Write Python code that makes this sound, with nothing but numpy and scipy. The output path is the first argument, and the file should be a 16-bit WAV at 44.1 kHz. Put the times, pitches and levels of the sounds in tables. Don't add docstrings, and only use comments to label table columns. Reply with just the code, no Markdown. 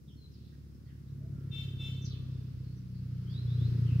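import sys
import numpy as np
from scipy import signal
from scipy.fft import rfft, irfft
from scipy.io import wavfile

SR = 44100
rng = np.random.default_rng(int(sys.argv[2]) if len(sys.argv) > 2 else 0)


def wav_record(signal):
    frames = np.transpose(np.atleast_2d(signal))
    bounded = np.clip(frames, -1, 1)
    quanta = np.round(bounded * 32767).astype(np.int16)
    wavfile.write(sys.argv[1], SR, quanta)


N = 176400
T = np.arange(N) / SR

# (time [s], firing rate [1/s])
FIRING_RATE = [(0, 35.49), (.5, 35.4), (1, 34.96), (1.4, 34.2), (2, 32.69), (2.6, 31.53), (2.9, 30.57),
               (3.3, 30.62), (3.6, 29.78), (4, 29.27)]
# (frequency [Hz], gain [dB])
DRONE_BODY = [(30, -79.5), (50, 9), (66, 13.5), (105, 8), (140, 11), (176, -8), (250, 1), (340, -19),
              (480, -61), (800, -63.5)]
# (frequency [Hz], gain [dB])
BOOM_LEVEL = [(0, -96), (.8, -74), (1.03, -64), (1.1, -44), (1.35, -40.5), (1.9, -38), (2.45, -41.5),
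              (2.85, -47.5), (3.1, -39.5), (3.38, -40.5), (3.48, -32.5), (3.85, -30), (4, -30)]
PIPE_BODY = [(30, -64.5), (58, -29.5), (88, -3.5), (104, -2.5), (119, 5), (134, 0), (150, -5.5), (175, -12),
             (205, -28.5), (290, -36.5), (470, -47.5), (700, -72.5), (2000, -89.5)]
# (frequency [Hz], gain [dB])
OVERTONE_LEVEL = [(0, -66), (1, -66), (1.35, -57), (2, -55), (2.6, -66), (3.3, -70), (3.65, -56.5),
                  (4, -60)]
OVERTONE_BODY = [(100, -25.5), (200, -12), (250, 13.5), (290, -5.5), (350, 2), (400, -10.5), (480, -12),
                 (580, -23.5), (1000, -51.5)]
# (frequency [Hz], gain [dB])
HOLLOW_LEVEL = [(0, -77), (2.55, -66), (2.8, -57), (3.3, -50.5), (3.55, -71.5), (4, -69)]
HOLLOW_BODY = [(80, -35), (150, -25), (184, 17), (215, -18), (400, -59.5)]
# (frequency [Hz], gain [dB])
RUSH_LEVEL = [(0, -54), (1, -54), (1.35, -48.5), (1.8, -48.5), (2.05, -47.5), (2.4, -47.5), (2.9, -52),
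              (3.35, -47.5), (3.65, -41), (4, -41)]
RUSH_SPECTRUM = [(25, -30.5), (60, -2.5), (125, 7), (230, -2.5), (350, -11.5), (470, -17.5), (600, -29.5),
                 (800, -38.5), (1500, -63.5)]

# (time [s], length [s], pitch [Hz], level [dB], pan L-R [dB])
BEEPS = [(1.509, 0.11, 448.5, -49, 20), (1.785, 0.1, 445, -48, -3)]
# (harmonic [number], gain ahead [dB], gain towards the walls [dB])
HORN_HARMONICS = [(2, -25, -41), (3, -22.5, -33), (4, -44, -50), (5, -19, -20.5), (6, -2.5, -6),
                  (7, -7, -8), (8, 7, 2.5), (9, -13, -12.5), (10, -43, -21), (11, -25, -24),
                  (12, -18.5, -22), (13, -25, -29), (14, -38, -24.5), (15, -28, -29), (16, -32, -29),
                  (20, -29.5, -38.5), (27, -57, -34.5), (31, -38, -34), (32, -29, -28), (35, -30, -36)]
# (frequency [Hz], gain [dB])
RASP_SPECTRUM = [(1000, 0), (2200, 2.5), (3300, 16.5), (4300, -30), (6500, -7), (9500, -30), (12000, -21),
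                 (14500, -27), (16000, -30)]
# (delay [s], gain [dB], pan L-R [dB])
WALL_ECHOES = [(.037, -5, -28), (.071, -19, 19)]

# (time [s], length [s], start pitch [Hz], end pitch [Hz], level [dB], pan L-R [dB], roughness [factor])
CHIRPS = [(0.058, .16, 5600, 5525, -83, -6, 0.05), (0.073, 0.049, 3660, 2960, -68, -1, 0.47),
          (0.161, 0.11, 4323, 3940, -67, 8, .12), (0.31, .055, 5540, 4690, -71, 0, 0.65),
          (0.324, 0.22, 4170, 3610, -77, -3, 0.98), (0.518, 0.024, 1800, 1510, -72, -9, 1.2),
          (.735, 0.038, 5470, 4610, -79.5, -2, 0.57), (0.849, .035, 4750, 4310, -79, -9, .4),
          (0.855, .09, 1994, 1687, -75.5, 0, 0.92), (0.869, 0.045, 3520, 2480, -76, -4, 1.06),
          (1.06, 0.054, 3700, 3610, -80.5, 0, 0.9), (1.2, 0.078, 623, 682, -69, -2, 0.3),
          (1.308, 0.16, 1420, 1310, -77, -10, 0.55), (2.013, .025, 5900, 6200, -63, 0, .4),
          (2.043, .022, 6100, 5950, -52, -1, .5), (2.043, .035, 5300, 4300, -57, 0, 1),
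          (2.064, .04, 5710, 3920, -61, 14, 1.04), (2.103, .035, 4250, 3490, -57, -1, 1.05),
          (2.126, .035, 3400, 2710, -62.5, -3, 0.99), (2.05, 0.37, 1227, 1095, -79.5, -9, 0.8),
          (2.626, .12, 4300, 4360, -76.5, -2, 0.5), (2.758, .04, 5680, 5900, -74.5, -8, .4),
          (2.927, 0.077, 4420, 4630, -73, 13, 0.67), (3.258, .11, 3015, 3753, -64, -6, 0.17),
          (3.292, 0.053, 4830, 4420, -64.5, -10, 0.49), (3.335, 0.068, 3660, 4207, -58, -1.5, 0.09),
          (3.405, 0.092, 4224, 4150, -70.5, 7, 0.1), (3.456, 0.12, 3270, 4256, -63, 0, .12),
          (3.571, .11, 3147, 4390, -61, -1, 0.12), (3.85, 0.1, 3045, 2500, -60.5, 2, 0.57)]

# (frequency [Hz], gain [dB])
TYRE_LEVEL = [(0, -80.5), (.8, -76.5), (1.2, -74.5), (1.6, -68.5), (2.4, -71), (2.9, -74), (3.3, -68),
              (3.7, -63), (4, -61.5)]
TYRE_SPECTRUM = [(300, -27.5), (700, -8.5), (900, -1), (1350, 4.5), (1750, 1.5), (2050, 0.5), (2500, -3),
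                 (3400, -4), (5000, -6.5), (6000, -11), (7500, -17), (15500, -15)]
# (frequency [Hz], gain [dB])
HISS_LEVEL = [(0, -86), (.45, -75), (.8, -84.5), (1.1, -82.5), (1.4, -96), (2.3, -71.5), (2.7, -75),
              (3.1, -74.5), (3.7, -65), (4, -69)]
HISS_SPECTRUM = [(1500, -24), (2600, 2), (3400, -2), (5100, 3), (6200, -11), (8000, -22.5)]
# (frequency [Hz], gain [dB])
AIR_SPECTRUM = [(100, 1), (1000, 2), (2800, -12), (3600, -4.5), (5200, 3), (7500, -4.5), (11000, -4.5),
                (15500, -2)]
# (frequency [Hz], correlation [0-1])
STEREO_CORRELATION = [(40, 0.73), (130, 0.73), (250, 0.7), (500, 0.17), (1000, 0), (4000, 0)]

FIRST_FIRING_CYCLES = 0.4852
FIRING_SPREAD_DB, FIRING_JITTER_S = .8, .00015
DRONE_DB, RUSH_PULSE_DB, ENGINE_PAN_DB, RUSH_PAN_DB = -51.5, 3, .6, -2
HORN_ATTACK_S, HORN_RELEASE_S, HORN_SAG_HZ_PER_S = .024, .015, 29.6
HORN_WAVER, HORN_WAVER_HZ, HORN_RASP_DB, HORN_WET_DB = .0065, 150, -18, 5
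TRILL_DEPTH, TRILL_HZ = .09, 260
CHIRP_FADE = .25
BIRD_DIRECT_DB, BIRD_WET_DB, BIRD_ECHO_CUT_HZ = -4.5, -2, 4600
LEAVES_DB, LEAVES_T60_S = -1, .15
EARLY_T60_S, LATE_T60_S, LATE_DB, PREDELAY_S = .31, 1.16, -2.5, .012
AIR_DB, CUTOFF_HZ = -74.5, 15700


def engine():
    cycles = np.cumsum(in_time(FIRING_RATE)) / SR - FIRST_FIRING_CYCLES
    firing_s = np.interp(np.arange(int(cycles[-1]) + 1), cycles, T)
    jitter, strength = rng.standard_normal((N // 100, 2))[:len(firing_s)].T
    onsets = ((firing_s + FIRING_JITTER_S * jitter) * SR).astype(int)
    pulses = np.zeros(N)
    pulses[np.clip(onsets, 0, N - 1)] = from_db(FIRING_SPREAD_DB * strength)
    thumps = from_db(DRONE_DB) * resonate(pulses, DRONE_BODY)
    thumps += from_db(in_time(BOOM_LEVEL)) * resonate(pulses, PIPE_BODY)
    thumps += from_db(in_time(OVERTONE_LEVEL)) * resonate(pulses, OVERTONE_BODY)
    thumps += from_db(in_time(HOLLOW_LEVEL)) * resonate(pulses, HOLLOW_BODY)
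    puff_db = RUSH_PULSE_DB * np.sin(2 * np.pi * cycles)
    rush = from_db(in_time(RUSH_LEVEL) + puff_db) * noise(RUSH_SPECTRUM)
    return panned(thumps, ENGINE_PAN_DB) + panned(rush, RUSH_PAN_DB)


def horn():
    numbers, *levels_db = np.transpose(HORN_HARMONICS)
    harmonics = np.arange(2, 36)
    gains = from_db([np.interp(harmonics, numbers, db) for db in levels_db])
    waver = 1 + HORN_WAVER * drift(HORN_WAVER_HZ)
    rasp = from_db(HORN_RASP_DB) * noise(RASP_SPECTRUM)
    at_mic, to_walls = 0, 0
    for start, length, hz, db, pan_db in BEEPS:
        t = T - start
        attack = np.clip(t / HORN_ATTACK_S, 0, 1)
        release = np.clip(1 - (t - length) / HORN_RELEASE_S, 0, 1) ** 2
        envelope = attack * release
        on = envelope > 0
        phase = 2 * np.pi * np.cumsum((hz - HORN_SAG_HZ_PER_S * t[on]) * waver[on]) / SR
        offsets = 2 * np.pi * rng.random((len(harmonics), 1))
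        buzz = np.zeros((2, N))
        buzz[:, on] = rms_one(gains @ np.sin(np.outer(harmonics, phase) + offsets))
        ahead, aside = from_db(db) * envelope * (buzz + rasp)
        at_mic += panned(ahead, pan_db)
        to_walls += aside
    for delay, db, pan_db in WALL_ECHOES:
        slap = from_db(db) * np.interp(T - delay, T, to_walls)
        at_mic += panned(slap, pan_db)
    return at_mic + from_db(HORN_WET_DB) * houses(to_walls)


def birds():
    calls = np.zeros((2, N))
    trill = drift(TRILL_HZ)
    for start, length, from_hz, to_hz, db, pan_db, roughness in CHIRPS:
        on = (T > start) & (T < start + length)
        progress = (T[on] - start) / length
        glide_hz = from_hz + (to_hz - from_hz) * progress
        hz = glide_hz * (1 + TRILL_DEPTH * roughness * trill[on])
        fade = np.clip(np.minimum(progress, 1 - progress) / CHIRP_FADE, 0, 1)
        whistle = np.sqrt(2) * np.sin(2 * np.pi * np.cumsum(hz) / SR)
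        calls[:, on] += panned(from_db(db) * np.sin(np.pi / 2 * fade) * whistle, pan_db)
    leaves = from_db(LEAVES_DB) * scatter(calls, from_db(-60 * T[:SR // 2] / LEAVES_T60_S))
    dulled = signal.sosfilt(signal.butter(4, BIRD_ECHO_CUT_HZ, fs=SR, output="sos"), calls)
    return from_db(BIRD_DIRECT_DB) * calls + leaves + from_db(BIRD_WET_DB) * houses(dulled)


def street():
    tyres = from_db(in_time(TYRE_LEVEL)) * noise(TYRE_SPECTRUM)
    hiss = from_db(in_time(HISS_LEVEL)) * noise(HISS_SPECTRUM)
    air = from_db(AIR_DB) * noise(AIR_SPECTRUM)
    return tyres + hiss + air


def houses(x):
    t = T[:SR]
    early = from_db(-60 * t / EARLY_T60_S)
    late = from_db(LATE_DB - 60 * t / LATE_T60_S)
    return scatter(x, (early + late) * (t > PREDELAY_S))


def scatter(x, decay):
    response = rng.standard_normal((2, len(decay))) * decay
    response /= np.sqrt(np.sum(response ** 2, axis=1, keepdims=True))
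    return signal.fftconvolve(np.atleast_2d(x), response, axes=1)[:, :N]


def resonate(x, spectrum):
    cepstrum = irfft(np.log(from_db(at_hz(spectrum, 2 * N))))
    cepstrum[1:N] *= 2
    cepstrum[N + 1:] = 0
    response = np.exp(rfft(cepstrum))
    return rms_one(irfft(rfft(x, 2 * N) * response)[:N])


def noise(spectrum):
    mid, side = rfft(rng.standard_normal((2, N)))
    alike = at_hz(STEREO_CORRELATION, N)
    stereo = np.sqrt(1 + alike) * mid + np.sqrt(1 - alike) * side * [[1], [-1]]
    return rms_one(irfft(stereo * from_db(at_hz(spectrum, N)), N))


def drift(rate_hz):
    pole = np.exp(-2 * np.pi * rate_hz / SR)
    wander = signal.lfilter([1], [1, -2 * pole, pole * pole], rng.standard_normal(N + SR))
    return rms_one(wander[SR:])


def panned(x, pan_db):
    return x * rms_one(from_db([[pan_db / 2], [-pan_db / 2]]))


def in_time(rows):
    return np.interp(T, *np.transpose(rows))


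def at_hz(points, size):
    hz, value = np.transpose(points)
    return np.interp(np.log(np.fft.rfftfreq(size, 1 / SR) + 1e-9), np.log(hz), value)


def from_db(db):
    return 10 ** (np.asarray(db) / 20)


def rms_one(x):
    return x / np.sqrt(np.mean(x ** 2) + 1e-20)


def scene():
    return street() + engine() + horn() + birds()


def record(dry):
    return signal.sosfilt(signal.ellip(12, .1, 80, CUTOFF_HZ, fs=SR, output="sos"), dry)


dry = scene()
out = record(dry)
wav_record(out)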